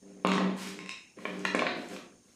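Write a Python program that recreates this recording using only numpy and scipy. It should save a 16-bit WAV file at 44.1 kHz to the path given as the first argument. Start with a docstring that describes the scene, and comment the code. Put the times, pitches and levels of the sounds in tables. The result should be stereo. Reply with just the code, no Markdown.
"""Scissors, fur and a brush

Steel scissors rattle down on a wooden table in a bare, echoing room and chink as the fingers leave.
A hand strokes an animal's fur, then a hollow plastic brush slides and clatters as it is picked up.
Knocks are pulses with a short crack; rustles and drags are dense tiny slips.
The table top hums under every knock and drag; a thin hiss lies behind."""
import sys
import numpy as np
from scipy import signal
from scipy.fft import rfft, irfft
from scipy.io import wavfile
from scipy.ndimage import uniform_filter1d

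SR = 44100
rng = np.random.default_rng(int(sys.argv[2]) if len(sys.argv) > 2 else 0)


def pcm_store(signal):
    """Save signal as 16-bit PCM."""
    levels = np.round(np.clip(np.atleast_2d(signal), -1, 1) * 32767)
    wavfile.write(sys.argv[1], SR, levels.astype(np.int16).T)


N = 103635

# blows: t/s, level/dB at 250, 1000, 3000 Hz
SCISSOR_KNOCKS = [(.2487, 21, 18, 6.5), (.264, -5, 12.5, -8.5), (.2718, 10.5, -7, 7.5),
                  (.287, 15.5, 5.5, -6), (.3178, 9.5, 6, 10.5), (.338, -16, 14.5, -15.5),
                  (.354, -1.5, 9.5, -25.5), (.3798, 21, 15, 4), (.407, 17, 9.5, -12.5)]
# knock spectrum: f/Hz, level/dB
SCISSOR_TONE = [(40, -38.5), (120, -18.5), (180, 0.5), (400, -0.5), (700, -5.5), (1050, 0), (1450, -3.5),
                (2700, -1.5), (3100, -7), (3700, 0.5), (4600, -16.5), (8700, -34), (12000, -66)]
def scissor_knocks():
    """The scissors land and rattle on the wood."""
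    return knocks(SCISSOR_KNOCKS, SCISSOR_TONE)


# steel modes: f/Hz, level/dB, T60/s
BLADE_MODES = [(1060, -43.5, 0.15), (2230, -29.5, 0.015), (2460, -41.5, 0.14), (2630, -14, 0.01),
               (3750, -22.5, 0.016), (5110, -25.5, 0.014), (7420, -32, 0.011)]
# touches: t/s, level/dB, treble shelf/dB
CHINKS = [(.790, -7.5, -10), (0.861, -13, -5.5), (.893, -6.5, -1)]
def blade_chinks(shelf_hz=(2200, 2500), top_hz=8300):
    """The blades touch and ring, each time with its own brightness."""
    out = np.zeros(N)
    for s, db, treble_db in CHINKS:
        touch = click(np.c_[shelf_hz, [db, db + treble_db]])
        add(out, s, convolve(ringing(BLADE_MODES), touch))
    return signal.sosfilt(signal.butter(4, top_hz, fs=SR, output="sos"), out + 1e-18)


# blows: t/s, level/dB at 250, 1000, 3000 Hz
BRUSH_KNOCKS = [(1.187, -12, -13.5, -27), (1.2538, 6, 4, -4.5), (1.4515, -15.5, 8.5, 9.5),
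                (1.5478, 21.5, 11.5, 0.5), (1.5518, 10.5, 4.5, -6), (1.5925, -7, 5.5, 6.5),
                (1.6205, 4, 16.5, -12.5), (1.6672, 9.5, 8, 7.5), (1.964, -5, -7.5, -12.5)]
# knock spectrum: f/Hz, level/dB
BRUSH_TONE = [(40, -33), (120, -20), (190, -3), (620, 3.5), (800, -6), (1100, 1.5), (2400, 3.5),
              (4100, -5.5), (5000, -16), (8700, -52), (12000, -49)]
def brush_knocks():
    """The brush is gripped and clatters against the wood."""
    return knocks(BRUSH_KNOCKS, BRUSH_TONE)


# plastic modes: f/Hz, level/dB, T60/s
BRUSH_MODES = [(421, -51.5, .55), (620, -55.5, 0.27), (715, -52, 0.91), (1084, -42, 0.03),
               (2340, -32, 0.014)]
def brush_ring(blows):
    """Blows set the hollow brush ringing."""
    return convolve(blows, ringing(BRUSH_MODES))


# edge contacts: t/s, level/dB
TICKS = [(0.2484, -24), (0.271, -8.5), (0.317, -11.5), (.3375, -13), (.354, -16), (1.393, -18),
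         (1.4513, -9), (1.47, -24), (1.5508, -7), (1.5925, -14.5), (1.888, -22)]
# tick spectrum: f/Hz, level/dB
TICK_TONE = [(1000, -20), (6300, 2.5), (9500, -9), (14000, -29)]
def edge_ticks(t60_s=.005):
    """The tools' hard edges meet in very short, bright ticks."""
    out = np.zeros(N)
    for s, db in TICKS:
        add(out, s, from_db(db) * contact(t60_s, TICK_TONE))
    return out


# rustles: t/s, length/s, level/dB
RUSTLES = [(.555, 0.15, -44), (1.17, 0.32, -60), (1.74, 0.26, -58), (1.885, 0.046, -49), (2.22, 0.15, -67)]
# rustle spectrum: f/Hz, level/dB
RUSTLE_TONE = [(300, -16), (1000, 1), (2500, 2.5), (4500, 0.5), (8500, -7.5), (11500, -13.5), (15000, -21)]
def soft_rustles():
    """Soft rustles: a hand strokes fur, then the brush slides."""
    return envelope(RUSTLES, attack_s=.033, release_s=.068) * friction(RUSTLE_TONE, grain_db=2.5)


DRAG_ATTACK_S = .021
# slides: t/s, length/s, scrape level/dB, hum level/dB
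DRAGS = [(0.012, 0.24, -60.5, -52), (0.258, 0.26, -42.5, -33.5), (0.652, .22, -57, -45.5),
         (1.158, 0.11, -50.5, -50.5), (1.264, 0.41, -48, -41.5), (1.548, 0.26, -42.5, -55.5),
         (1.897, 0.078, -45.5, -44.5), (2.247, 0.11, -74, -74)]
# scrape spectrum: f/Hz, level/dB
DRAG_TONE = [(40, -24.5), (120, -7), (200, 8), (550, 3.5), (900, -10.5), (2500, -10), (5000, -20),
             (15000, -102.5)]
def drag_scrapes():
    """Tools and fingers scrape over the wood."""
    slides = [(s, length, db) for s, length, db, _ in DRAGS]
    return envelope(slides, DRAG_ATTACK_S, release_s=.036) * friction(DRAG_TONE, grain_db=5.5)


# table top modes: f/Hz, level/dB, T60/s
TABLE_MODES = [(188.73, -45.5, 0.86), (298.7, -49, 0.48), (399.3, -50.5, 1), (247.8, -54, 1),
               (545, -77, 0.23), (844, -67.5, 0.14), (1066, -60.5, 1)]
def table_ring(blows):
    """Blows set the table top ringing."""
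    return convolve(blows, ringing(TABLE_MODES))


def table_hum():
    """Dragging sustains the table's three strongest modes, even in level, wandering in phase."""
    hum = 0
    for hz, db, t60 in TABLE_MODES[:3]:
        driven = convolve(rng.standard_normal(N), ringing([(hz, db, t60)]))
        phase = np.angle(signal.hilbert(driven))
        band = signal.butter(2, [hz * .9, hz * 1.1], "band", fs=SR, output="sos")
        hum += from_db(db) * signal.sosfilt(band, np.cos(phase))
    slides = [(s, length, db) for s, length, _, db in DRAGS]
    return envelope(slides, DRAG_ATTACK_S, release_s=.12) * hum / hum.std()


# left minus right: f/Hz, level/dB
PAN = [(1200, -1), (4000, 8), (8500, -4), (13000, -9.5)]
def direct_path(x, right_lead_s=.00011):
    """Direct sound reaches the two sides with a small lag and unequal colour."""
    hz, spectrum = np.arange(N // 2 + 1) * SR / N, rfft(x)
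    gain = from_db(at_hz(PAN, hz) / 2)
    delay = np.exp(-2j * np.pi * hz * right_lead_s)
    return irfft(np.array([spectrum * gain * delay, spectrum / gain]), N)


# echo decay: f/Hz, T60/s
ROOM_T60 = [(150, 1.25), (500, 0.55), (1500, 0.6), (4000, 0.46), (8000, .5), (14000, 0.23)]
# echo spectrum: f/Hz, level/dB
ROOM_TONE = [(170, -2), (500, 2), (1200, 4.5), (3000, 2.5), (7000, 2.5), (13000, 1)]
def room(x, bands=14, build_s=.0065):
    """Diffuse echoes build quickly and die band by band."""
    t, noise = np.arange(N) / SR, diffuse_spectra()
    hz, centres = np.arange(N // 2 + 1) * SR / N, np.geomspace(100, 16000, bands)
    response = 0
    for centre, share in zip(centres, np.eye(bands)):
        rate = np.log(1000) / at_hz(ROOM_T60, centre)
        tail = np.exp(-rate * t) * (1 - np.exp(-t / build_s))
        band = irfft(noise * at_hz(np.c_[centres, share], hz), N)
        response += band * tail / np.linalg.norm(tail) * from_db(at_hz(ROOM_TONE, centre))
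    return np.array([convolve(x, side) for side in response])


# side relative to mid: f/Hz, level/dB
DIFFUSE_WIDTH = [(80, -1.5), (170, -9), (350, -8), (700, -2), (1500, 1.5), (8000, -1.5)]
def diffuse_spectra():
    """Left and right noise spectra: alike in the upper bass, nearly unrelated in the treble."""
    mid, side = rfft(rng.standard_normal((2, N)))
    width = from_db(at_hz(DIFFUSE_WIDTH, np.arange(len(mid)) * SR / N))
    return np.array([mid + width * side, mid - width * side]) / np.sqrt(1 + width ** 2)


# hiss spectrum: f/Hz, level/dB
HISS_TONE = [(35, -56), (120, -47.5), (1000, -55.5), (3800, -58), (5900, -63), (6800, -53.5), (7800, -67.5),
             (9300, -58.5), (11000, -79.5)]
# high tones: f/Hz, width/Hz, level/dB
WHINES = [(5480, 38, -74), (6340, 140, -69.5)]
def hiss():
    """Steady hiss with two thin wavering tones."""
    out = np.array([convolve(side, click(HISS_TONE)) for side in irfft(diffuse_spectra(), N)])
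    for hz, width_hz, db in WHINES:
        b, a = signal.iirpeak(hz, hz / width_hz, fs=SR)
        whine = signal.lfilter(b, a, signal.lfilter(b, a, rng.standard_normal((2, N))))
        out += from_db(db) * whine / whine.std()
    return out


def knocks(rows, tone, bands_hz=(250, 1000, 3000), crack_t60_s=.023):
    """A tool strikes the wood, each blow with its own colour."""
    out = np.zeros(N)
    for s, *levels_db in rows:
        add(out, s, contact(crack_t60_s, tone, np.c_[bands_hz, levels_db]))
    return out


def contact(t60_s, *tones, crack_db=3, size=4096):
    """An impact: a pulse, then a short dense crack above the bass."""
    crack = rng.standard_normal(size) * np.exp(-np.log(1000) * np.arange(size) / SR / t60_s)
    crack = signal.sosfilt(signal.butter(2, 600, "high", fs=SR, output="sos"), crack)
    crack *= from_db(crack_db) / np.linalg.norm(crack)
    crack[0] += 1  # the pulse
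    return -convolve(crack, click(*tones)) / np.linalg.norm(crack)


def friction(tone, grain_db, slips_per_s=2800):
    """Sliding: dense tiny slips of uneven size, at unit RMS."""
    slips = (rng.random(N) < slips_per_s / SR) * rng.standard_normal(N)
    slips *= from_db(grain_db * np.minimum(rng.exponential(1, N), 2))
    rub = convolve(slips, click(tone))
    return rub / rub.std()


def envelope(rows, attack_s, release_s):
    """Linear attack, hold and release per movement."""
    t, out = np.arange(N) / SR, 0
    for s, length, db in rows:
        rise = np.clip((t - s) / attack_s, 0, 1)
        fall = np.clip((s + length - t) / release_s + .5, 0, 1)
        out += from_db(db) * rise * fall
    return out


def ringing(modes):
    """Decaying sines of a struck body."""
    t = np.arange(N) / SR
    return sum(from_db(db - 60 * t / t60) * np.cos(2 * np.pi * hz * t) for hz, db, t60 in modes)


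def click(*tones, size=2048):
    """Minimum-phase pulse with the given spectra in cascade."""
    hz = np.arange(size // 2 + 1) * SR / size
    cepstrum = irfft(np.log(from_db(sum(at_hz(tone, hz) for tone in tones))))
    cepstrum[1:size // 2] *= 2
    cepstrum[size // 2 + 1:] = 0
    return irfft(np.exp(rfft(cepstrum)))


def from_db(db):
    """Decibels to gain."""
    return 10 ** (np.asarray(db) / 20)


def at_hz(points, hz):
    """Interpolate over log frequency."""
    knots_hz, values = np.transpose(points)
    return np.interp(np.log(np.maximum(hz, 1)), np.log(knots_hz), values)


def convolve(x, response):
    """Convolution cut to N samples."""
    return signal.fftconvolve(x, response)[:N]


def add(out, s, sound):
    """Mix a sound in at s seconds."""
    start = max(int(s * SR), 0)
    out[start:start + len(sound)] += sound[:N - start]


def suppress_noise(x, threshold_db=-45, slope=.8, max_cut_db=8, smooth_s=.0033, size=1024):
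    """Turn down quiet parts of the bass and middle, shortening tails."""
    hz, _, frames = signal.stft(x, SR, nperseg=size)
    power = uniform_filter1d(np.mean(abs(frames) ** 2, axis=0), size=9, axis=0) * size
    pole = np.exp(-size / 2 / SR / smooth_s)
    level_db = 10 * np.log10(abs(signal.lfilter([1 - pole], [1, -pole], power)) + 1e-14)
    cut_db = np.clip((threshold_db - level_db) * slope, 0, max_cut_db)
    cut_db *= np.interp(hz, (3500, 5500), (1, 0))[:, None]
    return signal.istft(frames * from_db(-cut_db), SR, nperseg=size)[1][:, :N]


def scene(tick_send_db=-1.5):
    """Contacts and rubs echo in the room; the table and brush resonances are heard direct."""
    brush = brush_knocks()
    blows = scissor_knocks() + brush
    handling = blows + drag_scrapes() + soft_rustles() + blade_chinks()
    bodies = table_ring(blows) + table_hum() + brush_ring(brush)
    ticks = edge_ticks()
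    echoes = room(handling + from_db(tick_send_db) * ticks)
    return direct_path(handling + ticks + bodies) + echoes + hiss()


def record(dry, cutoff_hz=15300):
    """Noise suppression, then a steep low-pass."""
    lowpass = signal.ellip(10, .2, 80, cutoff_hz, fs=SR, output="sos")
    return signal.sosfilt(lowpass, suppress_noise(dry))


dry = scene()
out = record(dry)
pcm_store(out)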